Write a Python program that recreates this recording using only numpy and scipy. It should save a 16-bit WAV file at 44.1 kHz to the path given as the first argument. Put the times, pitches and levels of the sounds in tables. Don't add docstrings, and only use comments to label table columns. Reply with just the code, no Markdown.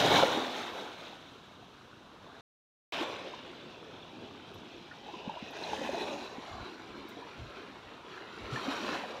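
import sys
import numpy as np
from scipy import signal
from scipy.fft import rfft, irfft, next_fast_len
from scipy.io import wavfile
from scipy.ndimage import uniform_filter1d, map_coordinates

SR = 44100
rng = np.random.default_rng(int(sys.argv[2]) if len(sys.argv) > 2 else 0)


def dump(signal):
    limited = np.clip(np.atleast_2d(signal).T, -1, 1)
    pcm = np.round(limited * 32767).astype(np.int16)
    wavfile.write(sys.argv[1], SR, pcm)


N = 405719

# pitch_hz, level_db
SEA_COLOUR = [(20, -29.5), (45, -13), (90, -4.5), (170, -4.5), (320, -5), (600, -13.5), (1100, -9.5),
              (1600, -15), (2050, -24.5), (2600, -15.5), (3900, -16.5), (4700, -26), (5900, -27),
              (8000, -37.5), (15500, -49)]
BREEZE_COLOUR = [(20, -22), (45, 1), (90, 1), (140, -2), (220, -25), (500, -61.5)]
PEBBLE_COLOUR = [(1500, -21.5), (3500, -4.5), (5000, -9), (7500, -20.5), (14000, -32)]
BOOM_COLOUR = [(25, -37.5), (50, -22.5), (85, -5), (125, 1), (185, 3), (280, -14.5), (600, -47.5)]
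SPRAY_COLOUR = [(3500, -38), (5000, 1), (6500, 4), (8000, -5), (10500, -9.5), (15500, -13.5)]
DRAIN_COLOUR = [(53, -40), (90, -9), (356, 1.5), (599, -6), (687, -7.5), (917, -8), (1110, -12),
                (1550, -13), (1800, -17.5), (2400, -18.5), (3120, -49), (5280, -120)]
# pitch_hz, level_db
WATER_1 = [(120, -37.5), (200, -7), (251, -2.5), (297, 2), (336, -1), (401, 0), (494, 2.5), (543, 0.5),
           (1040, 0.5), (1230, -6), (1500, -6), (1700, -10), (2400, -15.5), (3120, -42.5), (5280, -120)]
WATER_2 = [(59, -52), (100, -20), (139, -18), (172, -19), (335, -7), (455, -7.5), (652, -7.5), (765, -10.5),
           (959, -10.5), (1250, -5.5), (1940, -7), (2400, -4), (3120, -15), (5280, -120)]
WATER_3 = [(29, -51), (50, -28), (76, -7.5), (109, -22), (183, -7.5), (438, -1), (475, -6.5), (559, -3.5),
           (636, -3.5), (851, -2.5), (1020, -6), (1260, -11), (1710, -8), (2070, -13.5), (2400, -26),
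           (3120, -41), (5280, -120)]
WATER_4 = [(47, -38), (80, -19), (124, -24), (208, -6), (367, -1.5), (621, -6), (747, -6), (912, -6),
           (1020, -1), (1110, -2.5), (1750, -11.5), (1880, -11.5), (2400, -15.5), (3120, -32), (5280, -120)]
FOAM_1 = [(1290, -52), (2200, -5.5), (2590, -5.5), (3000, -3.5), (3770, 1), (4590, -14), (6060, -15.5),
          (7190, -22), (7740, -27), (10900, -31), (11800, -28), (12800, -39), (14700, -31), (15500, -34)]
FOAM_2 = [(1290, -33), (2200, -5.5), (2530, 0), (3590, -2), (3960, -3.5), (4480, -14), (5630, -15),
          (7800, -33), (11000, -51), (11300, -41), (12000, -41), (12600, -41), (15500, -48)]
FOAM_3 = [(1300, -31), (2200, -7), (2500, 1.5), (3000, -7), (3950, -3), (4600, -15), (5600, -12.5),
          (6800, -15.5), (7600, -27), (11000, -31.5), (12000, -34), (12800, -38), (15500, -40)]
FOAM_4 = [(1290, -41), (2200, -1.5), (2740, 1), (3360, -3), (3990, -1), (5230, -14.5), (5810, -9.5),
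          (6310, -22.5), (6960, -18), (8190, -30), (11200, -30), (12100, -33), (15500, -41.5)]
STAGES = [(WATER_1, FOAM_1), (WATER_2, FOAM_2), (DRAIN_COLOUR, FOAM_2),
          (WATER_3, FOAM_2), (WATER_3, FOAM_3), (WATER_4, FOAM_4)]
# time_s, stage_number
STAGE_TIMES = [(2.5, 0), (2.8, 1), (3.2, 1), (3.7, 2), (4.8, 2),
               (5.1, 3), (5.4, 3), (5.7, 4), (6.2, 4), (6.6, 5)]

# peak_s, level_db, half_length_s
PUFFS = [(4.56, -55, 0.022), (6.54, -50.5, 0.028), (6.617, -49.5, 0.018), (6.96, -57.5, 0.052),
         (7.427, -46.5, 0.034), (7.858, -61, .04), (8.44, -47, 0.025), (8.535, -50, 0.019)]
# start_s, level_db, pitch_hz, ring_s
CHIRPS = [(4.539, -59, 11700, 0.062), (4.54, -71, 13600, .04), (5.506, -60, 11700, 0.064),
          (7.086, -54, 13150, .06), (7.088, -56, 15350, .04)]
# start_s, level_db, pitch_hz, ring_s
KNOCKS = [(3.758, -52, 4200, .008), (5.638, -30.5, 4010, 0.027), (7.122, -44, 2100, .05),
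          (8.141, -38, 2600, .006), (8.387, -38, 4800, .003)]
# start_s, relative_level_db, pitch_hz, ring_s
GULPS = [(.226, -12.5, 630, 0.019), (.233, -11.5, 542, 0.036), (1.126, -45, 780, 0.046),
         (1.625, -48.5, 700, .057), (3.009, -30, 341, .067), (3.336, -38.5, 990, 0.033),
         (4.912, -38, 1434, .057), (4.914, -44, 1810, .04), (5.086, -38, 820, 0.037),
         (5.136, -38, 352, .06), (5.14, -43, 1010, .05), (5.275, -28, 218, 0.032), (5.294, -33, 895, 0.048),
         (5.36, -38, 645, .039), (5.371, -38, 960, .048), (5.424, -34, 217, .035),
         (5.732, -24.5, 844, 0.023), (5.815, -26.5, 532, 0.045), (5.891, -25.5, 556, 0.065),
         (5.932, -30, 397, .055), (5.944, -29.5, 670, .08), (6.381, -33.5, 252, 0.029),
         (6.598, -38, 1406, .044), (7.049, -42, 324, 0.057), (7.187, -39.5, 437, .084),
         (7.221, -45, 965, .089), (8.522, -36, 127, 0.13), (8.559, -31.5, 1760, 0.046),
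         (8.574, -36, 1036, .067), (8.68, -30.5, 270, .081), (8.93, -37, 1720, .04),
         (8.953, -36, 1040, 0.056), (9.036, -34.5, 730, 0.056)]
# time_s, depth_db
HOLLOWNESS = [(0, 1.48), (5, 2.7), (5.6, 3), (9, 2.5)]

# time_s, churn_db, splash_db, foam_db
TRICKLE = [(0, -70, -74, -75), (1.6, -67, -68.5, -65.5), (2.4, -56.5, -62, -73), (3.3, -52, -69.5, -55),
           (4.15, -51, -64, -60), (4.7, -52, -62, -55.5), (5.4, -57, -63.5, -56), (6.8, -49.5, -57, -57.5),
           (7.4, -52.5, -54.5, -57.5), (7.9, -53, -57, -60.5), (9.2, -51, -52.5, -59.5)]
# peak_s, churn_db, splash_db, foam_db
WAVELETS = [(.34, -32, -42, -43), (.62, -44, -45, -51), (.8, -46, -50.5, -55), (1.05, -55, -58, -54),
            (2.38, -65, -68, -81), (3.47, -49.5, -73, -70), (3.95, -52, -62, -61), (4.25, -46, -70, -58.5),
            (5.12, -47, -63, -53.5), (5.24, -46, -74, -64), (5.37, -50, -77, -64), (5.64, -42, -61, -56),
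            (6.21, -42.5, -58, -52), (6.47, -48.5, -50.5, -55), (6.62, -48, -55, -55), (7.2, -51, -70, -63),
            (7.56, -50, -54, -62), (8.15, -71, -52, -59), (8.57, -43, -54, -48.5), (8.91, -42.5, -56, -53)]
# break_s, tumble_s, churn_delay_s, churn_db, splash_db, foam_db
WAVES = [(0.0, 0.17, 0.057, -24, -31.5, -29.5), (2.93, 0.099, 0.071, -36.5, -41, -41),
         (5.69, 0.39, 0.15, -38, -49, -46.5), (8.72, 0.23, 0.0069, -37.5, -41.5, -43)]
RISE_DB_PER_S, COLLAPSE_DB_PER_S = (43.5, 43, 39.5), (72.5, 83, 76)
BACKWASH_DB, DRAIN_DB_PER_S = (-6.5, -6.5, -6), (25, 20, 22)


def amp(db):
    return 10 ** (np.asarray(db) / 20)


def unit(x):
    return x / np.sqrt(np.mean(x ** 2) + 1e-20)


def clock():
    return np.arange(N) / SR


def noise():
    return rng.standard_normal(N)


def wobble(per_s):
    return map_coordinates(rng.standard_normal(int(N * per_s / SR) + 4), [clock() * per_s])


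def filtered(x, gain_at):
    size = next_fast_len(N + 8192)
    return irfft(rfft(x, size) * gain_at(np.fft.rfftfreq(size, 1 / SR)), size)[:N]


def coloured(x, colour):
    pitch_hz, db = np.transpose(colour)
    return unit(filtered(x, lambda hz: amp(np.interp(np.log(hz + 1), np.log(pitch_hz), db))))


def ping(start_s, db, hz, ring_s, attack_s, rise):
    t = np.arange(SR // 6) / SR
    tone = np.sin(2 * np.pi * hz * t * (1 + rise * t / ring_s))
    loudness = amp(db - 60 * t / ring_s) * (1 - np.exp(-t / attack_s))
    return np.pad(tone * loudness, (round(start_s * SR), N))[:N]


def bubbles(count, low_hz, high_hz, cycles, spread_db, share):
    when, pitch, size, phase = rng.random((count, 4)).T[:, :, None]
    hz = low_hz * (high_hz / low_hz) ** pitch
    samples = np.arange(int(min(cycles / low_hz, .06) * SR))
    age = samples / SR * hz / cycles
    strength = hz * amp(-spread_db * np.log(.01 + .99 * size))
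    tone = np.sin(2 * np.pi * (cycles * age * (1 + .06 * age) + phase))
    ring = tone * amp(-60 * age) * (1 - np.exp(-30 * age))
    positions = (when * N).astype(int) + samples
    cloud = np.bincount(positions.ravel(), (strength * ring).ravel(), N)[:N]
    band_gain = np.sqrt(2 * (high_hz - low_hz) / SR)
    return np.sqrt(share) * band_gain * unit(cloud) + np.sqrt(1 - share) * noise()


def sea():
    ripples = bubbles(count=2000, low_hz=144, high_hz=1610, cycles=14, spread_db=3, share=.4)
    return amp(-55 + 0.25 * wobble(4.8)) * coloured(ripples, SEA_COLOUR)


def breeze():
    swell = sum(amp(db) * np.exp(-.5 * ((clock() - s) / half_s) ** 2) for s, db, half_s in PUFFS)
    return swell * coloured(noise(), BREEZE_COLOUR)


def chirps():
    pips = sum(ping(*chirp, attack_s=0.0025, rise=.006) for chirp in CHIRPS)
    tails = sum(amp(db - 18 - 60 * abs(clock() - s) / .14) * (clock() > s) for s, db, _, _ in CHIRPS)
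    rasp = .8 + .35 * wobble(500) + .12 * wobble(4000)
    return pips * rasp + tails * coloured(noise(), [(4000, -30), (8000, 6), (15000, -4)])


def pebbles(foam_db):
    knocks = sum(ping(*knock, attack_s=0.00022, rise=0) for knock in KNOCKS)
    ticks = bubbles(count=1100, low_hz=2500, high_hz=10000, cycles=22, spread_db=1.1, share=0.85)
    return knocks + amp(foam_db - 15) * coloured(ticks, PEBBLE_COLOUR)


def gulps():
    rings = sum(ping(s, db + 1.5, hz, ring_s, attack_s=0.73 / hz, rise=0.0334)
                for s, db, hz, ring_s in GULPS)
    t = np.arange(SR // 16) / SR
    echo = rng.standard_normal(len(t)) * amp(-60 * t / .05)
    return rings + amp(-2) * signal.fftconvolve(rings, echo / np.linalg.norm(echo))[:N]


def boom(churn_db):
    return amp(-36 + 2.26 * (churn_db + 23)) * coloured(noise(), BOOM_COLOUR)


def trickle_power(layer):
    times, *levels = np.transpose(TRICKLE)
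    return amp(np.interp(clock(), times, levels[layer])) ** 2


def wavelet_power(layer, rise_s=0.05, fall_s=0.085):
    t = clock()
    return sum(amp(levels[layer]) ** 2 * np.exp(-((t - s) / np.where(t < s, rise_s, fall_s)) ** 2)
               for s, *levels in WAVELETS)


def wave_power(layer):
    t, power = clock(), 0
    for break_s, tumble_s, churn_delay_s, *levels in WAVES:
        before_s = np.maximum(break_s + (churn_delay_s if layer == 0 else 0) - t, 0)
        after_s = np.maximum(t - break_s - tumble_s, 0)
        crest = amp(levels[layer] - RISE_DB_PER_S[layer] * before_s)
        collapse = amp(-COLLAPSE_DB_PER_S[layer] * after_s)
        backwash = amp(BACKWASH_DB[layer] - DRAIN_DB_PER_S[layer] * after_s)
        power = power + crest ** 2 * (collapse ** 2 + backwash ** 2 * (1 - collapse))
    return power


def hollow_stones(x):
    spectrum = signal.stft(x, nperseg=1024)[2]
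    patches = rng.standard_normal(spectrum.shape)
    for _ in range(2):
        patches = uniform_filter1d(uniform_filter1d(patches, size=3, axis=0), size=7, axis=1)
    times = np.linspace(0, (N - 1) / SR, spectrum.shape[1])
    depth_db = np.interp(times, *np.transpose(HOLLOWNESS))
    gain = amp(depth_db * unit(patches))
    gain /= np.sqrt(np.mean(gain ** 2, axis=0))
    return signal.istft(spectrum * gain, nperseg=1024)[1][:N]


def water(churn_db, splash_db, foam_db):
    big = bubbles(count=4500, low_hz=145.5, high_hz=1253, cycles=19.6, spread_db=0.5, share=0.43)
    drops = bubbles(count=2600, low_hz=1073, high_hz=2550, cycles=23, spread_db=2.5, share=0.41)
    fizz = bubbles(count=11000, low_hz=2235, high_hz=9100, cycles=16, spread_db=2.5, share=0.35)
    mist = bubbles(count=9000, low_hz=4500, high_hz=15000, cycles=5, spread_db=2, share=0.35)
    lows = lambda hz: 1 / (1 + (hz / 1150) ** 16)
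    stage = np.interp(clock(), *np.transpose(STAGE_TIMES))
    churn = splash = foam = 0
    for i, (water_colour, foam_colour) in enumerate(STAGES):
        fade = np.maximum(1 - abs(stage - i), 0)
        churn += fade * unit(filtered(coloured(big, water_colour), lows))
        splash += fade * unit(filtered(coloured(drops, water_colour), lambda hz: 1 - lows(hz)))
        foam += fade * coloured(fizz, foam_colour)
    breaking = 1 / (1 + amp(-3 * (foam_db + 50)))
    spray = amp(-19.5) * breaking * coloured(mist, SPRAY_COLOUR)
    slosh = wobble(35)
    return hollow_stones(churn * amp(churn_db - 1.29 + 0.5 * slosh)
                         + splash * amp(splash_db - 0.98 + .6 * slosh)
                         + (foam + spray) * amp(foam_db - 0.5 + 1.2 * slosh))


def scene():
    powers = [wave_power(layer) + wavelet_power(layer) + trickle_power(layer) for layer in range(3)]
    churn_db, splash_db, foam_db = 10 * np.log10(powers)
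    shore = water(churn_db, splash_db, foam_db) + boom(churn_db) + gulps() + pebbles(foam_db)
    return (shore + sea() + breeze() + chirps())[None]


def record(dry):
    beach_end_s, path_start_s = 2.409, 2.923
    ring_hz, top_hz = 11900, 15700
    ringing = filtered(dry[0], lambda hz: amp(4.9 * np.exp(-((hz - ring_hz) / 300) ** 2)))
    sound_on = (clock() < beach_end_s) | (clock() > path_start_s)
    return filtered(ringing * sound_on, lambda hz: hz < top_hz)[None]


dry = scene()
out = record(dry)
dump(out)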